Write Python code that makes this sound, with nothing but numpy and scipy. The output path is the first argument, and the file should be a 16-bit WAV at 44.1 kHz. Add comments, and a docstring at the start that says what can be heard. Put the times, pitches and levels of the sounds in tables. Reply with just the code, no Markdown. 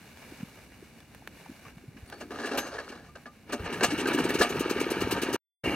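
"""In a yard outdoors, a small one-cylinder petrol engine is pulled over once and dies, then catches and chugs.
Valve gas is shaped noise, muffler puffs are short low waves; clatter and drone are noise, with a late whine.
Knocks are noise bursts that ring the frame as fading sines, and small steel parts ring higher. Before it, feet
shuffle (gritty noise) and small things tick; soft low bumps come now and then throughout, and a low rumble lies
under it all. Near the end everything falls silent for about a quarter second."""
import sys
import numpy as np
from scipy import signal
from scipy.fft import rfft, irfft, next_fast_len
from scipy.io import wavfile
from scipy.ndimage import uniform_filter1d, map_coordinates

SR = 44100
rng = np.random.default_rng(int(sys.argv[2]) if len(sys.argv) > 2 else 0)


def generate_wav(sig):
    """Save sig (samples, or channels by samples) to the path in sys.argv[1] as 16-bit PCM at SR."""
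    pcm = np.round(np.clip(np.atleast_2d(sig).T, -1, 1) * 32767).astype(np.int16)
    wavfile.write(sys.argv[1], SR, pcm)


N = 253575
SIZE = next_fast_len(N + 8192)  # room for filters to ring out
HZ = np.fft.rfftfreq(SIZE, 1 / SR)

# turning of the engine shaft while it chugs: [t/s, turns done]
SHAFT = [(4.071, 0), (4.132, 1), (4.187, 2), (4.291, 4), (4.389, 6), (4.594, 10), (5.007, 18), (5.111, 20),
         (5.218, 22), (5.329, 24), (5.388, 25)]
# tone colour of the knocked frame: [f/Hz, level/dB per Hz]
FRAME_COLOUR = [(260, -23.5), (450, 1.5), (980, -5), (1670, -5), (2100, -15), (3280, -15.5), (5000, -16),
                (8500, -26.5), (16000, -56)]
# tone colour of the muffler drone and of the thud under a knock: [f/Hz, level/dB per Hz]
DRONE_COLOUR = [(120, -47.5), (190, -8.5), (240, 7), (300, 6.5), (410, 2), (520, -8.5), (800, -35)]
# ways the frame rings: [f/Hz, width/Hz, level/dB]
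FRAME_MODES = [(240.3, 12, -2.5), (418, 50, -1), (585, 22, -4), (708, 13, -3), (812, 7.4, -3.5),
               (1189.5, 18, -3.5), (1263, 12, -5), (1567, 33, -10), (1699, 50, -7), (2210, 11, -14.5),
               (2727, 41, -10)]


def amp(db):
    """Turns dB into a gain."""
    return 10 ** (np.asarray(db) / 20)


def along(points):
    """Joins (Hz, value) points into a curve on a log frequency axis."""
    hz, value = np.transpose(points)
    return np.interp(np.log(HZ + 1), np.log(hz + 1), value)


def curves(rows):
    """Gives one value per sample for each column after the time."""
    s, *columns = np.transpose(rows)
    return [np.interp(np.arange(N) / SR, s, column) for column in columns]


def wobble(rate):
    """Draws a smooth random curve with this many knots a second."""
    knots = rng.standard_normal(int(N * rate / SR) + 4)
    return map_coordinates(knots, [np.arange(N) * rate / SR])


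def filtered(x, response):
    """Multiplies the spectrum of x by a complex response."""
    return irfft(rfft(x, SIZE) * response, SIZE)[..., :N]


def colour(db):
    """Makes a filter of this dB shape that never rings ahead; white noise of rms 1 leaves at rms 1."""
    cepstrum = irfft(np.maximum(db, -120) * np.log(10) / 20, SIZE)
    # folding the second half onto the first gives minimum phase
    cepstrum[1:SIZE // 2] *= 2
    cepstrum[SIZE // 2 + 1:] = 0
    return np.exp(rfft(cepstrum)) / np.sqrt(np.mean(amp(db) ** 2))


def noise(envelope, db):
    """Makes two unrelated noises with one envelope and one colour."""
    return filtered(envelope * rng.standard_normal((2, N)), colour(db))


def add(track, s, piece):
    """Adds a short piece into a track at a time in seconds."""
    k = round(s * SR)
    track[k:k + len(piece)] += piece[:N - k]


def stereo(pair, alike):
    """Mixes two unrelated signals to left and right; where these are alike, the first signal rules."""
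    angle = np.arccos(np.clip(along(alike), -1, 1)) / 2
    mid, side = filtered(pair, np.array([np.cos(angle), np.sin(angle)]))
    return np.array([mid + side, mid - side])


def push(hz, cycles, wave=np.cos):
    """A soft push of air: a few cycles under a smooth hump."""
    t = np.arange(int(cycles / hz * SR)) / SR
    hump = np.sin(np.pi * t * hz / cycles) ** 2
    return hump * wave(np.pi * cycles - 2 * np.pi * hz * t)


def lift(peaks):
    """Lift in dB from (Hz, width in Hz, dB) resonances."""
    return sum(db / (1 + (2 * (HZ - hz) / width) ** 2) for hz, width, db in peaks)


def patchy(pair, depth_db, size):
    """Resonances come and go: random gains over time and frequency, with mean squared gain 1."""
    spectrum = signal.stft(pair, nperseg=256)[2]
    field = rng.standard_normal(spectrum.shape[1:])
    field = uniform_filter1d(field, size=size[0], axis=0)
    field = uniform_filter1d(field, size=size[1], axis=1)
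    gain = amp(depth_db * field / field.std())
    return signal.istft(spectrum * gain / np.sqrt(np.mean(gain ** 2)), nperseg=256)[1][:, :N]


def turning():
    """While the shaft turns, the casing clatters, loose parts tap the frame, and the muffler drones and rumbles."""
    # three runs (pulled over, chugging, full speed), each: [t/s, casing clatter/dB, muffler drone/dB]
    runs = [
        [(2.05, -64, -71), (2.13, -52.5, -54), (2.28, -66, -49), (2.34, -46, -51), (2.46, -41.5, -41.5),
         (2.57, -40.5, -43), (2.65, -45, -47), (2.78, -45, -53.5), (3.1, -61, -62.5)],
        [(3.47, -61, -65), (3.51, -47.5, -49), (3.58, -49, -41.5), (3.65, -44, -43.5), (3.9, -40, -35.5),
         (4.04, -37.5, -35), (4.2, -36.5, -31.5), (4.37, -35, -38.5), (4.47, -38, -36), (4.6, -37.5, -39.5),
         (5.4, -38.5, -38.5)],
        [(5.62, -35, -36), (5.75, -35.5, -34)],
    ]
    # clatter colour while chugging: [f/Hz, level/dB per Hz]
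    chug_colour = [(260, -32), (480, -3), (782, -14.5), (922, -3.5), (1040, -14), (1240, -9), (1600, -10),
                   (2070, -16), (2260, -13), (2790, -13), (3230, -18.5), (6000, -29.5), (8540, -48),
                   (16000, -55)]
    # clatter colour at full speed: [f/Hz, level/dB per Hz]
    racing_colour = [(260, -29.5), (450, 1), (1100, -9), (1260, -7.5), (1730, -12), (2290, -6), (2620, -13),
                     (2830, -9), (3280, -17.5), (11700, -34), (16000, -43)]
    # colour of the low muffler rumble: [f/Hz, level/dB per Hz]
    throb_colour = [(30, -30), (55, 7), (85, 8), (190, 13), (260, -25)]
    # low rumble against the clatter, one value per run: [level/dB]
    throb_levels = [-24, -7, 1]
    # how unevenly the casing rattles, one value per run: [spread/dB]
    rattle_spreads = [2, 2, .8]
    loose_per_s, loose_db = 140, 36.5  # taps of loose parts; level against the clatter
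    patch_db = 1.8  # how far the colour shifts from moment to moment

    total, taps = np.zeros((2, N)), np.zeros(N)
    hits = (rng.random(N) < loose_per_s / SR) * rng.standard_normal(N)
    loose = uniform_filter1d(hits, size=5)
    timbres = along(FRAME_COLOUR), along(chug_colour), along(racing_colour)
    for run, timbre, throb_db, spread_db in zip(runs, timbres, throb_levels, rattle_spreads):
        start, end = (run[0][0] - .03, -90, -90), (run[-1][0] + .04, -90, -90)
        clatter_db, drone_db = curves([start] + list(run) + [end])
        rattle_db = spread_db * (wobble(40) + wobble(300))
        total += noise(amp(clatter_db + rattle_db), timbre + casing())
        taps += amp(clatter_db + loose_db) * loose
        total += noise(amp(drone_db + 3.3 * wobble(60)), along(DRONE_COLOUR))
        total += noise(amp(clatter_db + throb_db + 4.5 * wobble(16)), along(throb_colour))
    total[0] += filtered(taps, frame_modes())
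    total = patchy(total, patch_db, size=(2, 10))
    total[0] += whine()
    return total


def whine():
    """At full speed a thin tone wavers in level and phase."""
    whine_hz, whine_db, from_s = 2782, -39, 5.5
    t = np.arange(N) / SR
    level = amp(whine_db + 4 * wobble(70))
    return (t > from_s) * level * np.sin(2 * np.pi * whine_hz * t + wobble(70))


def casing():
    """The engine casing resonates and lifts some pitches, in dB."""
    # resonances of the casing: [f/Hz, width/Hz, lift/dB]
    resonances = [(705, 23, 5.5), (815, 25, 5), (1234, 71, 6), (1850, 40, 4.5), (2050, 110, -3),
                  (2235, 70, 3), (2760, 120, 4), (3980, 120, 5), (4350, 440, 2.5)]
    return lift(resonances)


def exhaust():
    """Gas blows when the valve opens, holds, then thins out, the top first; the muffler thumps and puffs."""
    # uneven blows of gas: [t/s, level/dB, top treble against it/dB]
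    uneven_hisses = [(2.203, -45.5, -14.5), (2.4562, -36.5, -17), (2.5751, -26, -10.5),
                     (2.664, -44.5, -12.5), (2.8872, -43.5, -21.5), (3.523, -33, -12), (3.6437, -45.5, -25),
                     (3.726, -35.5, -16.5), (3.8327, -17.5, -16.5), (3.905, -35, -40.5),
                     (3.978, -36.5, -10), (4.0002, -37.5, -20), (4.4167, -22.5, -13.5)]
    # single muffler puffs, as it catches and at full speed: [t/s, level/dB]
    single_puffs = [(3.985, -26.5), (4.014, -22.5), (4.056, -19), (5.675, -21.5), (5.712, -21.5)]
    # colour of the gas hiss: [f/Hz, level/dB per Hz]
    gas_colour = [(2000, -7), (2800, 1), (3300, -5), (4200, -5.5), (5500, -6), (6500, -8), (8000, -7.5),
                  (10500, -18.5), (16000, -35)]
    # colour of its top treble: [f/Hz, level/dB per Hz]
    top_colour = [(6000, -21), (9500, 0), (13000, 1), (15000, 0), (16000, -2)]
    # whistles of the exhaust port: [f/Hz, width/Hz, lift/dB]
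    port = [(6350, 300, 4), (8550, 150, 5)]
    patch_db = 2  # how far the colour shifts from moment to moment
    hold_s = .018

    flow, top, thump = np.zeros((3, N))
    t = np.arange(SR // 6) / SR
    rise = 1 - np.exp(-t / .002)
    falling = np.maximum(t - hold_s, 0)
    hisses, puffs = chugs()
    for s, db, top_db in uneven_hisses + hisses:
        blow = amp(-60 * falling / 0.07)
        tail = amp(-14.0 - 60 * t / 0.42)
        add(flow, s - .002, rise * amp(db - 7.0) * (blow + tail))
        add(top, s - .002, rise * amp(db + top_db - 1.5 - 60 * falling / 0.068))
        add(thump, s - .003, amp(db - 2) * push(310, cycles=3))
    flutter = amp(0.33 * wobble(350))
    pair = noise(flow * flutter, along(gas_colour) + casing() + lift(port))
    pair += noise(top * flutter, along(top_colour))
    pair = patchy(pair, patch_db, size=(8, 12))
    pair[0] += thump
    for s, db in single_puffs + puffs:
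        detune = 1 + .025 * rng.standard_normal()
        add(pair[0], s, amp(db) * push(365 * detune, cycles=2.98, wave=np.sin))
    return pair


def chugs():
    """Each turn gives a hiss and then a puff; a turn without a firing leaks late and weakly."""
    # strength of the firings: [t/s, hiss/dB, puff/dB]
    firing = [(4.07, -30.5, -20.5), (4.21, -35, -18.5), (4.39, -30, -14.5), (4.49, -34.5, -20),
              (4.6, -29.5, -16), (5.0, -32, -17), (5.11, -27.5, -16.5), (5.33, -29.5, -17.5)]
    caught_turns = 6  # every turn blows fully up to here, then every second one
    idle_lag_s, idle_hiss_db, idle_puff_db = 0.017, -20.5, -3.5
    puff_lag_turns, stumble_turn = .23, 7  # puff after the valve opens; one turn has almost no puff
    top_db = -10.5  # top treble against the hiss

    at, done = np.transpose(SHAFT)
    turn = np.arange(done[-1])
    hiss_s = np.interp(turn, done, at)
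    puff_s = np.interp(turn + puff_lag_turns, done, at)
    idle = (turn > caught_turns) & (turn % 2 == 1)
    when, *levels = np.transpose(firing)
    hiss_db, puff_db = (np.interp(hiss_s, when, level) for level in levels)
    scatter = rng.standard_normal((len(turn), 2)).T
    hiss_db = hiss_db + idle_hiss_db * idle
    puff_db = puff_db + idle_puff_db * idle - 20 * (turn == stumble_turn) + .7 * scatter[1]
    hisses = zip(hiss_s + idle_lag_s * idle, hiss_db, top_db + 1.5 * scatter[0])
    return list(hisses), list(zip(puff_s, puff_db))


def knocks():
    """A hard blow makes a short rattle with a thud under it; the frame rings on, and steel parts ring too."""
    # knocks of starter and frame: [t/s, level/dB, low thud against it/dB, favoured frame mode f/Hz]
    blow_times = [(2.124, -33.5, -12, 812), (2.209, -33, -4, 585), (2.217, -36.5, 0, 708),
                  (2.306, -33, 2, 413), (2.316, -32.5, -7, 708), (2.387, -29, -2, 1699),
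                  (2.397, -31, -12, 1567), (2.435, -30.5, -6, 1699), (2.445, -28.5, -12, 1699),
                  (2.47, -30.5, -10.5, 1699), (2.514, -23, -6, 413), (2.529, -30, -16.5, 1263),
                  (2.575, -22, -6, 1567), (2.582, -25, -9, 1190), (2.644, -36.5, 0.5, 1263),
                  (2.783, -28.5, -21, 1699), (2.798, -32.5, -11.5, 1567), (2.921, -34.5, -17, 1567),
                  (3.154, -35, -25, 1567), (3.257, -32.5, -13.5, 1699), (3.493, -34, -4.5, 812),
                  (3.525, -23, -9, 585), (3.532, -22.5, -4, 585), (3.595, -33, 0, 413),
                  (3.66, -31, -8.5, 708), (3.7, -30, -2, 413), (3.742, -28, -7.5, 1699),
                  (3.775, -31, -2, 708), (3.808, -19, -10, 1567), (3.826, -24, -2, 413),
                  (3.835, -15, -17, 2727), (3.84, -19, -24, 1699), (3.908, -31, -13, 1699),
                  (4.056, -21, -16, 1567), (4.177, -26.5, 11, 1699), (4.409, -12, -12, 413),
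                  (4.413, -13, -20, 1699), (4.44, -24, -20, 1190)]
    # ringing of a steel bracket: [f/Hz, level/dB, time to fall 60 dB/s]
    bracket = [(1200, 0, .14), (6290, 3, .3), (6412, 3, .34), (11360, 5, .13)]
    # strikes on the bracket: [t/s, level/dB, dullness/dB per octave]
    clinks = [(2.588, -45, 0), (3.086, -51, 15), (3.272, -44, 15), (4.42, -27, 15)]
    # ringing of a small steel pin: [f/Hz, level/dB, time to fall 60 dB/s]
    pin = [(4470, 0, .32)]
    # strikes on the pin: [t/s, level/dB]
    pings = [(2.079, -58), (2.138, -56), (2.205, -62), (2.582, -55), (4.418, -52)]
    # tiny metal parts of the starter: [t/s, level/dB, f/Hz]
    tinks = [(2.074, -52, 8750), (2.079, -56, 10400), (2.127, -50, 4150), (2.137, -57, 9000),
             (2.208, -51, 5150), (2.209, -56, 9500)]
    tink_t60_s = .06
    knock_t60_s, longer_s_per_db = 0.049, 0.0016  # rattle of a 0 dB knock; weaker ones trail longer
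    # frame ring against a knock, per Hz of mode width; lift of the favoured mode; scatter
    ring_db, favour_db, scatter_db = -41, 10, 2.5

    rattle, thud, frame_ring = np.zeros((3, N))
    t = np.arange(SR // 3) / SR
    mode_hz, width, mode_db = np.transpose(FRAME_MODES)[..., None]
    decay = np.exp(-np.pi * width * t)
    onset = 1 - np.exp(-t / .0012)
    modes = width * amp(mode_db) * decay * np.sin(2 * np.pi * mode_hz * t) * onset
    for s, db, thud_db, ring_hz in list(blow_times) + valves():
        t60 = knock_t60_s - longer_s_per_db * db
        fall = amp(db - 60 * t / t60) * (1 - np.exp(-t / 0.0024))
        add(rattle, s - .001, fall)
        add(thud, s - .001, amp(thud_db - 6.5) * fall)
        favoured = np.abs(mode_hz[:, 0] - ring_hz) < 45
        scatter = scatter_db * rng.standard_normal(len(modes))
        add(frame_ring, s, amp(db + ring_db + favour_db * favoured + scatter) @ modes)
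    rattle *= amp(2.5 * wobble(180))
    pair = noise(amp(-8.5) * rattle, along(FRAME_COLOUR) + .5 * casing())
    pair += noise(thud, along(DRONE_COLOUR))
    pair += filtered(amp(6) * rattle * rng.standard_normal((2, N)), frame_modes())

    rings = []
    for s, db, dull in clinks:
        for hz, level, t60 in bracket:
            octaves = np.log2(hz / bracket[0][0])
            rings.append((s, db + level - dull * octaves, hz, t60))
    rings += [(s, db + level, hz, t60) for s, db in pings for hz, level, t60 in pin]
    rings += [(s, db, hz, tink_t60_s) for s, db, hz in tinks]
    steel = np.zeros(N)
    for s, db, hz, t60 in rings:
        tone = np.sin(2 * np.pi * (hz * t + rng.random()))
        add(steel, s, amp(db - 60 * t / t60) * tone * (1 - np.exp(-t / 0.0018)))
    pair[0] += frame_ring + steel * amp(1.3 * wobble(250))
    return pair


def valves():
    """The valve gear clacks twice a turn, unevenly in time and level."""
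    in_turn, clack_db = [.05, .55], [-32, -36]  # where in a turn, and how hard
    scatter_db, thud_db = 3, -30  # thud is against the clack
    at, done = np.transpose(SHAFT)
    chance = rng.standard_normal((int(done[-1]), 2, 2))
    turn = np.arange(done[-1])[:, None] + in_turn + .05 * chance[..., 0]
    s = np.interp(turn, done, at)
    db = clack_db + scatter_db * chance[..., 1]
    return [(when, level, thud_db, 0) for when, level in zip(s.ravel(), db.ravel())]  # 0: no favoured mode


def frame_modes():
    """The frame rings as a sum of resonators with alternating sign, given as a frequency response."""
    response = 0
    for k, (hz, width, db) in enumerate(FRAME_MODES):
        damping = 1j * HZ * width
        response = response + (-1) ** k * amp(db) * damping / (hz * hz - HZ * HZ + damping)
    return response


def yard():
    """Feet grind on dry ground as gritty noise, with rustle, soft bumps, ticks and a steady low rumble."""
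    # feet on dry ground: [t/s, shuffle/dB]
    shuffle = [(0, -58.5), (.3, -55.5), (.5, -56), (.7, -60), (1.05, -62), (1.28, -61.5), (1.44, -57),
               (1.58, -57.5), (1.69, -58), (1.73, -63.5), (1.85, -62.5), (1.94, -65.5), (2.0, -60.5),
               (3.05, -64), (3.44, -64.5)]
    # soles scraping: [t/s, level/dB]
    scuffs = [(.222, -54), (.4, -54), (.572, -58), (.72, -59), (1.455, -56), (1.65, -54.5), (1.68, -55),
              (1.968, -55)]
    # soft bumps: [t/s, level/dB, f/Hz]
    bumps = [(0.318, -36.5, 310), (.401, -35.5, 205), (0.427, -26, 192), (.571, -45.5, 600),
             (.823, -38.5, 375), (1.22, -46.5, 800), (1.459, -41, 850), (1.493, -34.5, 262),
             (1.511, -37, 252), (1.653, -45, 1150), (1.66, -41, 113), (1.663, -43, 1170), (1.765, -39, 152),
             (1.836, -40, 340), (1.877, -35, 124), (1.961, -39.5, 260), (2.021, -36.5, 75),
             (3.594, -28.5, 77.6), (3.66, -37, 71), (3.879, -33, 130), (4.39, -31, 70.4), (5.035, -27, 85),
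             (5.667, -29, 84)]
    # dry ticks: [t/s, level/dB, treble against it/dB]
    ticks = [(0.173, -38, -23), (1.004, -48, -11), (1.148, -35, -20), (1.275, -25.5, -24),
             (1.782, -41.5, -34), (2.062, -52.5, -9), (2.1, -41, -10.5)]
    # colour of the rumble: [f/Hz, level/dB per Hz]
    rumble_colour = [(15, -51), (26, -7.5), (59, 5.5), (118, 0), (200, 2), (236, 3), (700, -21.5),
                     (910, -35), (1540, -120)]
    # colour of the shuffling: [f/Hz, level/dB per Hz]
    shuffle_colour = [(240, -26.5), (400, -0.5), (789, -2), (1310, -7), (1520, -5), (1950, -7.5),
                      (2260, -4.5), (2910, -7), (3250, -24.5), (6000, -15.5), (7800, -34), (13200, -120)]
    # colour of the rustle and of the treble of a tick: [f/Hz, level/dB per Hz]
    rustle_colour = [(2060, -34), (3500, -7), (4370, -6.5), (4870, -10.5), (8100, -11.5), (13000, -13),
                     (16000, -19.5)]
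    # colour of the body of a tick: [f/Hz, level/dB per Hz]
    snap_colour = [(180, -21), (400, 7), (1300, 6.5), (3000, -0.5), (5000, -19), (16000, -48)]
    # how alike left and right are: [f/Hz, likeness from 0 to 1]
    yard_alike = [(60, 0.96), (180, 0.93), (550, 0.82), (1650, 0.93), (4970, 0.32), (15000, 0.2)]
    rumble_db = -54.5
    rustle_offset_db, rustle_fades_db_per_s = -2.5, 0.3  # against the shuffle
    scuff_t60_s = 0.09
    bump_cycles, bump_ring_s = 1.5, .0065  # a bump lasts this many cycles plus this time

    shuffle_db, = curves(shuffle)
    rustle_db = shuffle_db + rustle_offset_db - rustle_fades_db_per_s * np.arange(N) / SR
    grit_db = 1.1 * wobble(20) + 1.2 * wobble(300)
    pair = noise(amp(rumble_db + 1.4 * wobble(14)), along(rumble_colour))
    scrape, after = amp(shuffle_db), np.arange(SR // 5) / SR
    for s, db in scuffs:
        add(scrape, s, amp(db - 60 * after / scuff_t60_s))
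    pair += noise(scrape * amp(grit_db), along(shuffle_colour))
    pair += noise(amp(rustle_db + 0.83 * grit_db), along(rustle_colour))

    snaps, sparks, fronts = np.zeros((3, N))
    t = np.arange(800) / SR
    for s, db, treble_db in ticks:
        add(snaps, s, amp(db - 12 - 60 * t / 0.018))
        add(fronts, s, amp([db + 8.5]))  # a single-sample click
        add(sparks, s, amp(db + treble_db + 10.0 - 60 * t / 0.011))
    pair += noise(snaps, along(snap_colour)) + noise(sparks, along(rustle_colour))
    pair[0] += filtered(fronts, colour(along(snap_colour)))
    for s, db, hz in bumps:
        add(pair[0], s, amp(db) * push(hz, bump_cycles + bump_ring_s * hz))
    return stereo(pair, yard_alike)


def scene():
    """The engine stands to one side, so its level and phase differ between left and right; the yard joins it."""
    # how alike left and right are: [f/Hz, likeness from 0 to 1]
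    engine_alike = [(60, .98), (400, .99), (1000, .95), (2400, .97), (5000, .8), (9000, .72), (15000, .62)]
    # balance of the engine: [f/Hz, left minus right/dB]
    balance = [(60, 0.5), (130, 2.5), (290, 1.5), (640, -1.5), (1410, 1), (3100, -1), (5500, 5), (8500, 6),
               (15000, 1.5)]
    # phase by which left leads right: [f/Hz, lead/rad]
    lead = [(100, 0), (1000, .2), (3010, .6), (3450, 1.8), (4220, 1), (5080, 2.1), (6460, 1), (6980, 2.1),
            (7920, 2.5), (8530, 6), (10100, 8.3), (11400, 7.4), (13000, 7.8), (13600, 9.2), (14800, 8.4),
            (16100, 9.3)]
    engine = stereo(turning() + exhaust() + knocks(), engine_alike)
    # each side takes half of the difference
    half = amp(along(balance) / 2) * np.exp(.5j * along(lead))
    return filtered(engine, np.array([half, 1 / half])) + yard()


def record(dry):
    """The microphone loses the deepest bass and rings in its housing; a silent gap and a top limit follow."""
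    # resonances of the microphone housing: [f/Hz, width/Hz, lift/dB]
    housing = [(1678, 337, 4.5), (2288, 180, 6), (2870, 120, 5)]
    # the silent gap: [t/s, level/dB]
    gap = [(5.362, 0), (5.366, -32), (5.388, -52), (5.395, -140), (5.632, -140), (5.635, -30), (5.64, 0)]
    bass_hz, top_hz = 35, 15850
    microphone = (1j * HZ / (bass_hz + 1j * HZ)) ** 2 * amp(lift(housing))
    heard = filtered(dry, microphone) * amp(curves(gap)[0])
    return filtered(heard, HZ < top_hz)


dry = scene()
out = record(dry)
generate_wav(out)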